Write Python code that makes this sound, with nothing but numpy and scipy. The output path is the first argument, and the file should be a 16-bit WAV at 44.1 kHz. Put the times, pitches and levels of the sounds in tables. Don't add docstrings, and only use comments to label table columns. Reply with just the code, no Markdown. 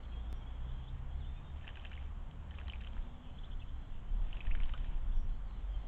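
import sys
import numpy as np
from scipy import signal
from scipy.fft import rfft, irfft, next_fast_len
from scipy.io import wavfile
from scipy.ndimage import uniform_filter1d, map_coordinates

SR = 44100
rng = np.random.default_rng(int(sys.argv[2]) if len(sys.argv) > 2 else 0)


def natural_amplitude(level_db):
    exponent = np.asarray(level_db, float) / 20
    return 10 ** exponent


def wav_record(signal):
    frames = np.transpose(np.atleast_2d(signal))
    bounded = np.clip(frames, -1, 1)
    quanta = np.round(bounded * 32767).astype(np.int16)
    wavfile.write(sys.argv[1], SR, quanta)


N = 258867

# start_s, rise_s, hold_s, fall_s, wash level_db
BOUTS = [
    (1.547, 0.058, 0.32, 0.18, -67.5),
    (2.49, 0.056, 0.26, 0.29, -69),
    (4.213, 0.24, .36, 0.18, -66.5),
]
# start_s, level_db, trapped bubble pitch_hz, treble_db
WING_SLAPS = [(1.671, -52, 1630, -82), (1.6768, -50, 1520, -70), (1.69, -43, 1790, -72),
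              (1.757, -51, 1990, -73), (1.771, -47.5, 1630, -73), (1.8177, -59, 3293, -83),
              (1.85, -47, 1920, -77), (1.8965, -61, 3198, -76), (1.916, -49, 1580, -71),
              (1.931, -48, 2801, -74), (2.312, -56.5, 3270, -76), (2.509, -48.5, 3000, -79),
              (2.585, -45.5, 1191, -73), (2.681, -44.5, 1860, -62), (2.723, -51, 3200, -75),
              (2.8122, -47, 3300, -67), (2.837, -51, 3095, -78), (2.9334, -55, 3220, -82),
              (2.9671, -52, 1271, -77), (4.368, -53, 1611, -74), (4.4695, -44, 1820, -78),
              (4.551, -40.5, 1730, -77), (4.6027, -45.5, 2000, -68), (4.635, -50, 3000, -76),
              (4.657, -52, 3300, -78), (4.693, -47, 900, -72), (4.7374, -41.5, 3000, -73),
              (4.7772, -50.5, 1450, -72), (4.845, -51.5, 1870, -83), (5.293, -58, 3300, -76)]
# start_s, level_db
DRIPS = [(1.807, -58), (1.7, -49), (2.539, -47.5), (2.6, -43), (2.758, -50), (2.6, -52), (2.848, -52),
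         (2.868, -45), (2.734, -43), (1.975, -53), (4.328, -53), (2.979, -55), (2.987, -59), (3.024, -63),
         (3.9, -55), (4.345, -49), (4.451, -57), (4.466, -59), (4.57, -47), (4.607, -48), (4.802, -50.5),
         (1.774, -50), (1.856, -49), (1.5, -48)]
# start_s, peak level_db, pitch_hz
BUBBLES = [(1.6707, -52, 2490), (1.6781, -41.5, 3090), (1.679, -39, 2660), (1.704, -50, 3080),
           (1.756, -48, 2920), (1.772, -45, 2530), (1.7966, -46, 3140), (1.85, -39, 3170),
           (1.855, -41, 2630), (1.867, -47, 3060), (1.8529, -49, 1900), (1.9533, -51, 3160),
           (1.9673, -49, 2900), (2.589, -42.5, 2530), (2.6138, -46, 1630), (2.6144, -50, 3170),
           (2.6822, -43, 3150), (2.6845, -46, 1170), (2.6987, -36, 3010), (2.808, -47, 2660),
           (2.847, -44.5, 2840), (2.8726, -41, 3150), (4.371, -46.5, 2570), (4.4104, -43, 3160),
           (4.452, -53, 2650), (4.602, -47, 2360), (4.634, -40, 3270), (4.6405, -47, 3050),
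           (4.777, -47, 3380)]
# start_s, peak level_db, pitch_hz
MORE_BUBBLES = [(1.838, -52, 2700), (1.844, -52, 1700), (1.936, -52, 1720), (1.938, -52, 3100),
                (1.993, -52, 3310), (1.702, -53, 1700), (1.612, -54, 2700), (1.63, -56, 3050), (2.518, -52, 1800),
                (2.541, -53, 1800), (2.551, -54, 3100), (2.577, -54, 3000), (2.634, -59, 2980),
                (2.671, -53, 2650), (2.758, -52, 2250), (2.821, -51, 1750), (2.979, -53, 1900), (2.969, -51, 950),
                (3.025, -55, 3400), (4.346, -54, 2700), (4.38, -54, 2600), (4.466, -52, 2500), (4.471, -52, 3180),
                (4.575, -54, 2300), (4.611, -48, 1700), (4.622, -48, 2700), (4.632, -52, 1890),
                (4.696, -48, 1900), (4.79, -54, 3100), (4.801, -53, 3300), (4.555, -53, 1000)]
# start_s, peak level_db, pitch_hz, t60_s, pitch rise (share)
DEEP_BUBBLES = [
    (1.644, -51, 1780, .03, .05),
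    (1.919, -48.5, 2300, .02, .15),
    (1.9766, -43.5, 2130, 0.016, 0.05),
    (2.735, -40.5, 2430, 0.018, 0.43),
    (4.3293, -38.5, 2840, 0.0096, .4),
    (4.4059, -39, 2510, 0.018, 0.46),
    (4.5105, -42, 2150, 0.018, 0.5),
    (4.515, -42, 2570, 0.022, 0.35),
    (4.739, -43, 1270, 0.037, 0.46),
    (4.748, -52, 1460, 0.07, .08),
]
# start_s, peak level_db
POPS = [(1.5721, -55), (1.597, -56), (1.6705, -52), (1.679, -47), (1.7705, -51), (1.853, -48),
        (1.9175, -51), (1.931, -51), (1.967, -53), (1.9935, -53), (2.0277, -50), (2.052, -56), (2.511, -52),
        (2.6004, -48), (2.848, -51), (2.7237, -51), (2.8125, -50), (2.9337, -52), (2.968, -50),
        (3.069, -55), (4.3697, -48), (4.452, -51), (4.3285, -50), (4.4055, -50), (4.5105, -50),
        (4.5511, -45), (4.6035, -47), (4.6938, -44), (4.7384, -45), (4.7795, -48), (4.8445, -51),
        (5.5108, -54)]
# start_s, peak level_db, pitch_hz, t60_s
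STONE_CLICKS = [
    (1.8172, -61, 3950, .006),
    (1.8971, -60, 5900, .003),
    (2.062, -74, 5800, .012),
    (2.7233, -56, 4600, .003),
    (4.3225, -68, 4400, .010),
    (4.6568, -63, 4250, .011),
    (4.6035, -70, 6300, .006),
    (4.6345, -71, 6100, .006),
    (4.779, -59, 3950, .006),
    (2.9332, -66, 4100, .003),
]
# frequency_hz, level_db
SLAP_BODY = [(300, -18), (900, -5), (2000, -2), (3300, 5), (3900, -22), (4500, -43), (8000, -120)]
SLAP_TREBLE = [(1000, -120), (3000, -18), (3900, 5), (4800, -11), (7500, -9.5), (8500, -26.5),
               (16000, -35.5)]
POP_SPECTRUM = [(250, -20), (600, 17), (2000, 19), (3400, 20), (3900, 6), (4600, -14), (8000, -20),
                (9000, -60)]
WASH_SPECTRUM = [(300, -37.5), (600, -0.5), (1200, -6), (2000, -5), (3200, 0.5), (3700, -7), (4300, -31.5),
                 (8000, -120)]
# frequency_hz, level_db
MIC = [(10, -4), (2000, 3), (3200, 2), (3600, -1.5), (3900, -10.5), (4600, -22.5), (8000, -32),
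       (20000, -51)]

# start_s, length_s, pitch_hz, level_db
SONG = [(0.117, 0.069, 3260, -63), (.24, 0.05, 3280, -67), (0.327, .05, 3230, -66.5),
        (0.408, 0.036, 3230, -70), (.465, 0.047, 3330, -63), (.545, 0.037, 3280, -71),
        (.595, .065, 3290, -71), (.675, 0.047, 3300, -67.5), (.745, 0.082, 3220, -70),
        (1.087, 0.053, 3290, -68.5), (1.15, .04, 3350, -72), (3.74, 0.038, 3200, -74),
        (4.075, .04, 3080, -70), (5.695, 0.032, 3190, -67), (5.735, 0.052, 3200, -65),
        (5.815, 0.025, 3170, -68)]
# start_s, length_s, pitch_hz, level_db
HARSH_NOTES = [
    (.028, 0.014, 3210, -67),
    (.047, 0.012, 3305, -66),
    (.12, 0.028, 2680, -67),
    (.675, 0.05, 3480, -73),
    (1.235, 0.035, 3090, -73),
    (3.245, 0.064, 2790, -71),
    (3.515, 0.025, 3180, -60),
    (3.613, 0.021, 2800, -61.5),
    (3.68, .025, 3280, -72),
    (3.9, 0.084, 2820, -74.5),
]
# start_s, length_s, start_hz, end_hz, level_db
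WHISTLES = [(.275, 0.071, 5100, 5450, -87), (.335, 0.06, 5700, 5660, -87), (.41, .06, 5640, 5610, -97),
            (0.705, .13, 3980, 3930, -89), (0.87, .025, 2900, 3900, -61), (1.2, .065, 3800, 2880, -68),
            (1.205, .05, 3500, 3050, -68), (1.17, .045, 4120, 4150, -84), (1.195, .09, 2700, 3150, -74),
            (1.2, .04, 2120, 1900, -75), (.265, 0.055, 3400, 3560, -71), (.31, .07, 3500, 3450, -78),
            (.67, .05, 2900, 3200, -72), (1.24, 0.096, 3570, 3520, -69), (1.335, .07, 3550, 3550, -71),
            (1.42, 0.11, 3660, 3640, -74), (0.57, 0.11, 2770, 3100, -77), (1.35, .045, 2480, 2460, -68),
            (1.4, .025, 2440, 2420, -71), (1.8, .07, 3020, 2960, -72), (0.375, 0.11, 2260, 2170, -75),
            (5.125, .04, 5880, 5720, -82), (5.155, .06, 5720, 5680, -80), (5.21, .065, 5680, 5720, -88),
            (5.18, .055, 5620, 5450, -89), (5.445, .045, 4540, 4580, -85), (5.68, 0.04, 4800, 5100, -89),
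            (5.71, .04, 4900, 4800, -89), (5.59, .05, 5930, 5880, -94), (5.76, .07, 5100, 5150, -95),
            (5.9, .05, 4100, 4150, -77), (5.78, .03, 3100, 3500, -76), (5.545, .03, 3100, 3050, -71),
            (.885, .025, 4200, 6000, -89), (.02, .02, 4550, 4600, -88), (5.843, .022, 5700, 4570, -88)]
# start_s, start_hz, level_db
CHIRPS = [
    (.815, 2740, -64),
    (3.378, 2815, -56.5),
    (3.433, 2850, -56),
    (3.445, 3150, -70),
    (3.505, 2850, -64),
    (3.51, 2400, -68),
    (3.37, 2500, -68),
    (3.592, 2800, -61),
    (5.116, 2900, -61),
    (5.105, 2300, -72),
]
# start_s, length_s, level_db
CHORUS = [
    (.1, 0.85, -71),
    (1.08, 0.54, -75),
    (3.0, 0.28, -71),
    (3.25, 0.74, -72),
    (4.12, 0.23, -69),
    (4.8, 0.45, -74.5),
    (5.28, 0.11, -70.5),
    (5.5, 0.47, -74.5),
]
# start_s, length_s, level_db
HIGH_VOICES = [
    (0, 0.18, -86),
    (.7, 0.24, -92),
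    (1.12, 0.28, -91),
    (3.0, 0.067, -88),
    (3.3, 0.62, -88.5),
    (4.17, 0.11, -86),
    (4.8, .1, -93),
    (5.28, .1, -84),
    (5.48, 0.13, -83),
    (5.75, 0.13, -88),
]

# time_s, firing_hz, load level_db
ENGINE = [
    (0.0, 55.8, -44),
    (0.58, 60.17, -47.5),
    (1.14, 66.54, -50),
    (1.34, 73.55, -48.5),
    (1.87, 71.15, -51),
    (2.55, 76.08, -49.5),
    (2.9, 56.62, -48.5),
    (3.2, 46.3, -57),
]
# time_s, pitch_hz, level_db
EXHAUST = [
    (0.5, 120.7, -76),
    (0.646, 124.1, -52.5),
    (1.458, 138.1, -57.5),
    (1.55, 141.4, -74),
    (2.15, 146.3, -75),
    (2.3, 149.2, -60.5),
    (2.5, 153.5, -61),
    (2.6, 153, -71),
]
# time_s, pitch_hz, level_db
WHINE = [
    (2.45, 199.8, -70),
    (2.771, 203, -63.5),
    (3.022, 238, -65.5),
    (3.2, 248.7, -61),
    (3.45, 254, -70.5),
    (3.851, 275.6, -67),
    (3.95, 272, -74),
]
# time_s, firing_hz, level_db
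IDLE = [
    (4.701, 38.3, -44.5),
    (5.6, 44.6, -46),
    (5.7, 45.4, -38.5),
    (5.78, 46, -39.5),
    (5.87, 44.2, -42),
]
# time_s, level_db
TRAFFIC = [(0, -61), (.6, -62), (2.1, -63), (3.1, -63), (3.9, -64), (4.5, -61.5), (5.3, -63.5),
           (5.87, -61.5)]
# frequency_hz, level_db per Hz
BOOM = [(34, -34), (58, -0.5), (115, -19), (150, -37), (250, -120)]
DRONE = [(62, -26.5), (105, 0), (161, -6), (205, -7), (281, -13), (380, -25.5), (490, -52), (840, -120)]
ROAD = [(180, -35), (300, -5.5), (407, -5), (552, -4.5), (642, -5), (724, -3.5), (1050, -5), (1320, -9),
        (1710, -12), (2560, -17), (3180, -14), (3660, -22.5), (4040, -33), (5250, -51.5), (8890, -120)]

# time_s, level_db
WIND = [(0.0, -51.5), (0.83, -43.5), (0.9, -64.5), (0.95, -45), (2.93, -50.5), (2.96, -38), (3.22, -49),
        (3.32, -40.5), (3.84, -42.5), (4.35, -31), (4.4, -47.5), (4.48, -23), (4.67, -26.5), (4.72, -35.5),
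        (5.2, -28.5), (5.52, -44), (5.8, -41), (5.87, -45.5)]
# frequency_hz, level_db per Hz
BUFFET = [(4.7, -23.5), (8.0, -3.5), (22, 1), (36, -4.5), (47, -30), (79, -120)]
RUMBLE = [(19, -29), (32, -2), (41, -15), (62, -16), (81, -43.5), (140, -120)]
# frequency_hz, level_db per Hz
HISS = [(3000, -51), (4200, 3), (5000, 0.5), (5800, 3), (7200, 8), (7900, 4), (8600, -7.5), (15400, -8.5),
        (16200, -32.5), (20000, -27.5)]
# start_s, step level_db, recovery_s
SPLICE = (.32828, -37, 0.015)
# end value (full scale), rise_s
LAST_SWING = (.0138, .003)


def splashes():
    stir = bathing()
    slaps, thrown = slaps_and_drips()
    spray = (natural_amplitude(-12.5) * stir + thrown) * fine_spray()
    ringing = coloured(trapped_bubbles(stir) + spray, MIC)
    return slaps + ringing + pops() + wash(stir) + stone_clicks()


def bathing():
    t = np.arange(N) / SR
    stir = np.zeros(N)
    for s, rise, hold, fall, db in BOUTS:
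        corners_s = np.cumsum([s, rise, hold, fall])
        level_db = np.interp(t, corners_s, db - 4.5 * np.array([1, 0, 0, 1]))
        stir += natural_amplitude(level_db) * during([[s], [s + rise + hold + fall]], 0.039)
    return stir


def slaps_and_drips():
    slap_t60_s, drip_t60_s, thrown_t60_s, contact_s = 0.011, 0.004, 0.059, 0.0004
    t = np.arange(SR // 5) / SR
    body, treble, thrown = np.zeros((3, N + SR))
    hits = [(s, db, treble_db, slap_t60_s) for s, db, _, treble_db in WING_SLAPS]
    hits += [(s, db, db - 28, drip_t60_s) for s, db in DRIPS]
    for s, db, treble_db, t60 in hits:
        noise = rng.choice([-1, 1], size=len(t)) * 1.73
        burst = natural_amplitude(-60 * t / t60) * noise * (1 - np.exp(-t / contact_s))
        span = slice(round(s * SR), round(s * SR) + len(t))
        treble[span] += natural_amplitude(treble_db + 9.0) * burst
        body[span] += natural_amplitude(db + 2.5) * burst
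        thrown[span] += natural_amplitude(db - 20.5 - 60 * t / thrown_t60_s)
    return coloured(body[:N], SLAP_BODY) + coloured(treble[:N], SLAP_TREBLE), thrown[:N]


def trapped_bubbles(stir):
    strays_per_s = 55
    place, softness, bigness = rng.random((3, round(strays_per_s * N / SR)))
    stray_db = 20 * np.log10(stir[(place * N).astype(int)] + 1e-9) + 8 - 6 * softness
    strays = np.transpose([place * N / SR, stray_db, 3400 * 0.42 ** (bigness ** 2)])
    s, db, hz = np.vstack([np.array(WING_SLAPS)[:, :3], BUBBLES, MORE_BUBBLES, strays]).T
    t60 = 0.01 * (hz / 2000) ** -0.047
    ringing = bubbles(s, db, hz, t60, rise=0.041 * hz / 1000, attack=0.00011)
    return ringing + bubbles(*np.transpose(DEEP_BUBBLES), attack=0.0003)


def fine_spray():
    place, size, loud, life = rng.random((4, 9000))
    hz = 3900 * 0.25 ** (size ** 1.4)
    db = -3.5 * np.log(0.03 + loud)
    t60 = (3 + 12 * life) / hz
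    return unit(bubbles(place * N / SR, db, hz, t60, rise=0.084, attack=0.00009, size=500))


def pops():
    s, db = np.transpose(POPS)
    return coloured(np.bincount(np.round(s * SR).astype(int), natural_amplitude(db), N), POP_SPECTRUM)


def wash(stir):
    flutter = natural_amplitude(3.2 * wobble(160))
    return stir * unit(flutter * rush(WASH_SPECTRUM, patchy_db=1.8))


def stone_clicks():
    return bubbles(*np.transpose(STONE_CLICKS), rise=0.03, attack=0.0003)


def bubbles(s, db, hz, t60, rise, attack, size=None):
    t = np.arange(SR // 25)[:size] / SR
    life = np.clip(t60, 0.002, 0.07)[:, None]
    pitch = hz[:, None] * (1 + np.reshape(rise, (-1, 1)) * (t / life - 0.1))
    envelope = natural_amplitude(db[:, None] - 60 * t / life) * (1 - np.exp(-t / attack))
    ring = envelope * np.sin(2 * np.pi * np.cumsum(pitch, axis=1) / SR)
    at = np.round(s * SR).astype(int)[:, None] + np.arange(len(t))
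    return np.bincount(at.ravel(), ring.ravel(), N + SR)[:N]


def garden(x, t60):
    t = np.arange(SR // 4) / SR
    tail = natural_amplitude(-60 * t / t60) * rng.standard_normal(len(t))
    return signal.fftconvolve(x, tail / np.linalg.norm(tail))[:N]


def far_calls():
    chirp_s, chirp_rise = 0.017, 1.3
    calls = WHISTLES + [(s, chirp_s, hz, hz * chirp_rise, db) for s, hz, db in CHIRPS]
    out = np.zeros(N + SR)
    waver_hz = np.pad(32 * wobble(110), (0, SR))
    for s, length, start_hz, end_hz, db in calls:
        u = np.arange(round(length * SR)) / (length * SR)
        span = slice(round(s * SR), round(s * SR) + len(u))
        hz = start_hz + (end_hz - start_hz) * u + waver_hz[span]
        swell = np.abs(np.sin(np.pi * u)) ** 0.7
        out[span] += natural_amplitude(db) * swell * np.sin(2 * np.pi * np.cumsum(hz) / SR)
    out = out[:N] * (1 + 0.3 * wobble(200))
    first_wall = natural_amplitude(-13.0) * np.roll(out, round(0.01 * SR))
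    second_wall = natural_amplitude(-14.5) * np.roll(out, round(0.026 * SR))
    return out + first_wall + second_wall


def chorus():
    blur = unit(natural_amplitude(3 * wobble(30)) * narrow(3280 + 60 * wobble(8), width_hz=520))
    high = narrow(3950 + 120 * wobble(9.5), width_hz=640)
    crowd = natural_amplitude(-4.5) * phrases(CHORUS, 0.09) * blur + phrases(HIGH_VOICES, 0.03) * high
    song = notes(SONG, width_hz=160, fade=0.015, clear=0.52)
    return crowd + song + notes(HARSH_NOTES, width_hz=570, fade=0.008, clear=0.061)


def notes(rows, width_hz, fade, clear):
    glide = [(s + end * length, hz) for s, length, hz, db in rows for end in (0, 1)]
    hz = curves(glide)[0] + 20 * wobble(25)
    voice = clear * hum(hz, 0, unsteady_db=2.0) + (1 - clear) * narrow(hz, width_hz)
    return phrases([(s, length, db) for s, length, hz, db in rows], fade) * voice


def phrases(rows, fade):
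    return sum(natural_amplitude(db) * during([[s], [s + length]], fade) for s, length, db in rows)


def engines():
    hz, load_db = curves(ENGINE)
    revving = hum(hz, load_db, unsteady_db=2.0)
    revving += hum(hz / 2, load_db - 1.5, unsteady_db=-2.5)
    out = during(ENGINE, 0.27) * revving
    for rows in (EXHAUST, WHINE, IDLE):
        out += during(rows, 0.21) * hum(*curves(rows), unsteady_db=-0.5)
    return out


def hum(hz, db, unsteady_db):
    level = np.sqrt(2) * natural_amplitude(db + unsteady_db * wobble(9.9))
    return level * np.sin(2 * np.pi * np.cumsum(hz) / SR)


def traffic():
    road_db = curves(TRAFFIC)[0]
    town = natural_amplitude(11) * rush(BOOM, patchy_db=-1.3) + natural_amplitude(4.5) * rush(DRONE, patchy_db=0.37)
    return natural_amplitude(following(road_db, 0.44)) * town + natural_amplitude(road_db) * rush(ROAD, patchy_db=0.8)


def wind():
    wind_db = curves(WIND)[0]
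    rumble_db = following(wind_db, 0.79) - 7.5 + 0.5 * wobble(4.1)
    rumble = rush(RUMBLE, patchy_db=2.5)
    thud = natural_amplitude(-11) * rush(BOOM, patchy_db=1.0) + natural_amplitude(-18) * rush(DRONE, patchy_db=0.5)
    pressure = natural_amplitude(wind_db - 2) * rush(BUFFET, patchy_db=0.0) + natural_amplitude(rumble_db) * (rumble + thud)
    return 0.075 * np.tanh(pressure / 0.075)


def following(db, share):
    return db.mean() + share * (db - db.mean())


def unit(x):
    return x / np.sqrt(np.mean(x ** 2) + 1e-20)


def along(points, hz):
    f, v = np.transpose(points)
    return np.interp(np.log(hz + 1), np.log(f + 1), v)


def curves(rows):
    s, *cols = np.transpose(rows)
    return [np.interp(np.arange(N) / SR, s, c) for c in cols]


def during(rows, fade):
    t = np.arange(N) / SR
    inside_s = np.minimum(t - rows[0][0], rows[-1][0] - t)
    return np.clip((inside_s + fade / 2) / fade, 0, 1)


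def wobble(rate):
    knots = rng.standard_normal(int(N * rate / SR) + 4)
    return map_coordinates(knots, [np.arange(N) * rate / SR])


def narrow(centre_hz, width_hz):
    turn = 2 * np.pi * np.cumsum(centre_hz + np.zeros(N)) / SR
    return unit(wobble(width_hz) * np.cos(turn) + wobble(width_hz) * np.sin(turn))


def coloured(x, spectrum):
    m = next_fast_len(N + 8192)
    gain = natural_amplitude(along(spectrum, np.fft.rfftfreq(m, 1 / SR)))
    return irfft(rfft(x, m) * gain, m)[:N]


def rush(spectrum, patchy_db):
    z = signal.stft(rng.standard_normal(N + 512), nperseg=512)[2]
    field = uniform_filter1d(rng.standard_normal(z.shape), size=6, axis=0)
    field = unit(uniform_filter1d(field, size=14, axis=1))
    patchy = signal.istft(z * natural_amplitude(patchy_db * field), nperseg=512)[1][:N]
    return unit(coloured(patchy, spectrum))


def scene():
    water, calls = splashes(), far_calls()
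    near = water + natural_amplitude(-12) * garden(water, t60=0.075)
    far = calls + natural_amplitude(-7) * garden(calls, t60=0.12) + chorus()
    return (near + far + engines() + traffic() + wind())[None]


def top_cut(x):
    return signal.sosfilt(signal.butter(12, 15480, fs=SR, output="sos"), x)


def record(dry):
    s, db, recovery = SPLICE
    t = np.arange(N) / SR
    step = -natural_amplitude(db) * (t > s) * np.exp(-np.abs(t - s) / recovery)
    whistle = natural_amplitude(curves(WIND)[0] - 72.5) * narrow(11700, width_hz=82)
    hiss = natural_amplitude(-87) * rush(HISS, patchy_db=0.2)
    switch_on = 1 - np.exp(-t / 0.0012)
    sound = (dry + hiss + whistle + step) * switch_on
    pressure, rise = LAST_SWING
    swing = np.exp((t - t[-1]) / rise)
    mix = sound * (1 - swing) + pressure * swing
    return top_cut(mix)


dry = scene()
out = record(dry)
wav_record(out)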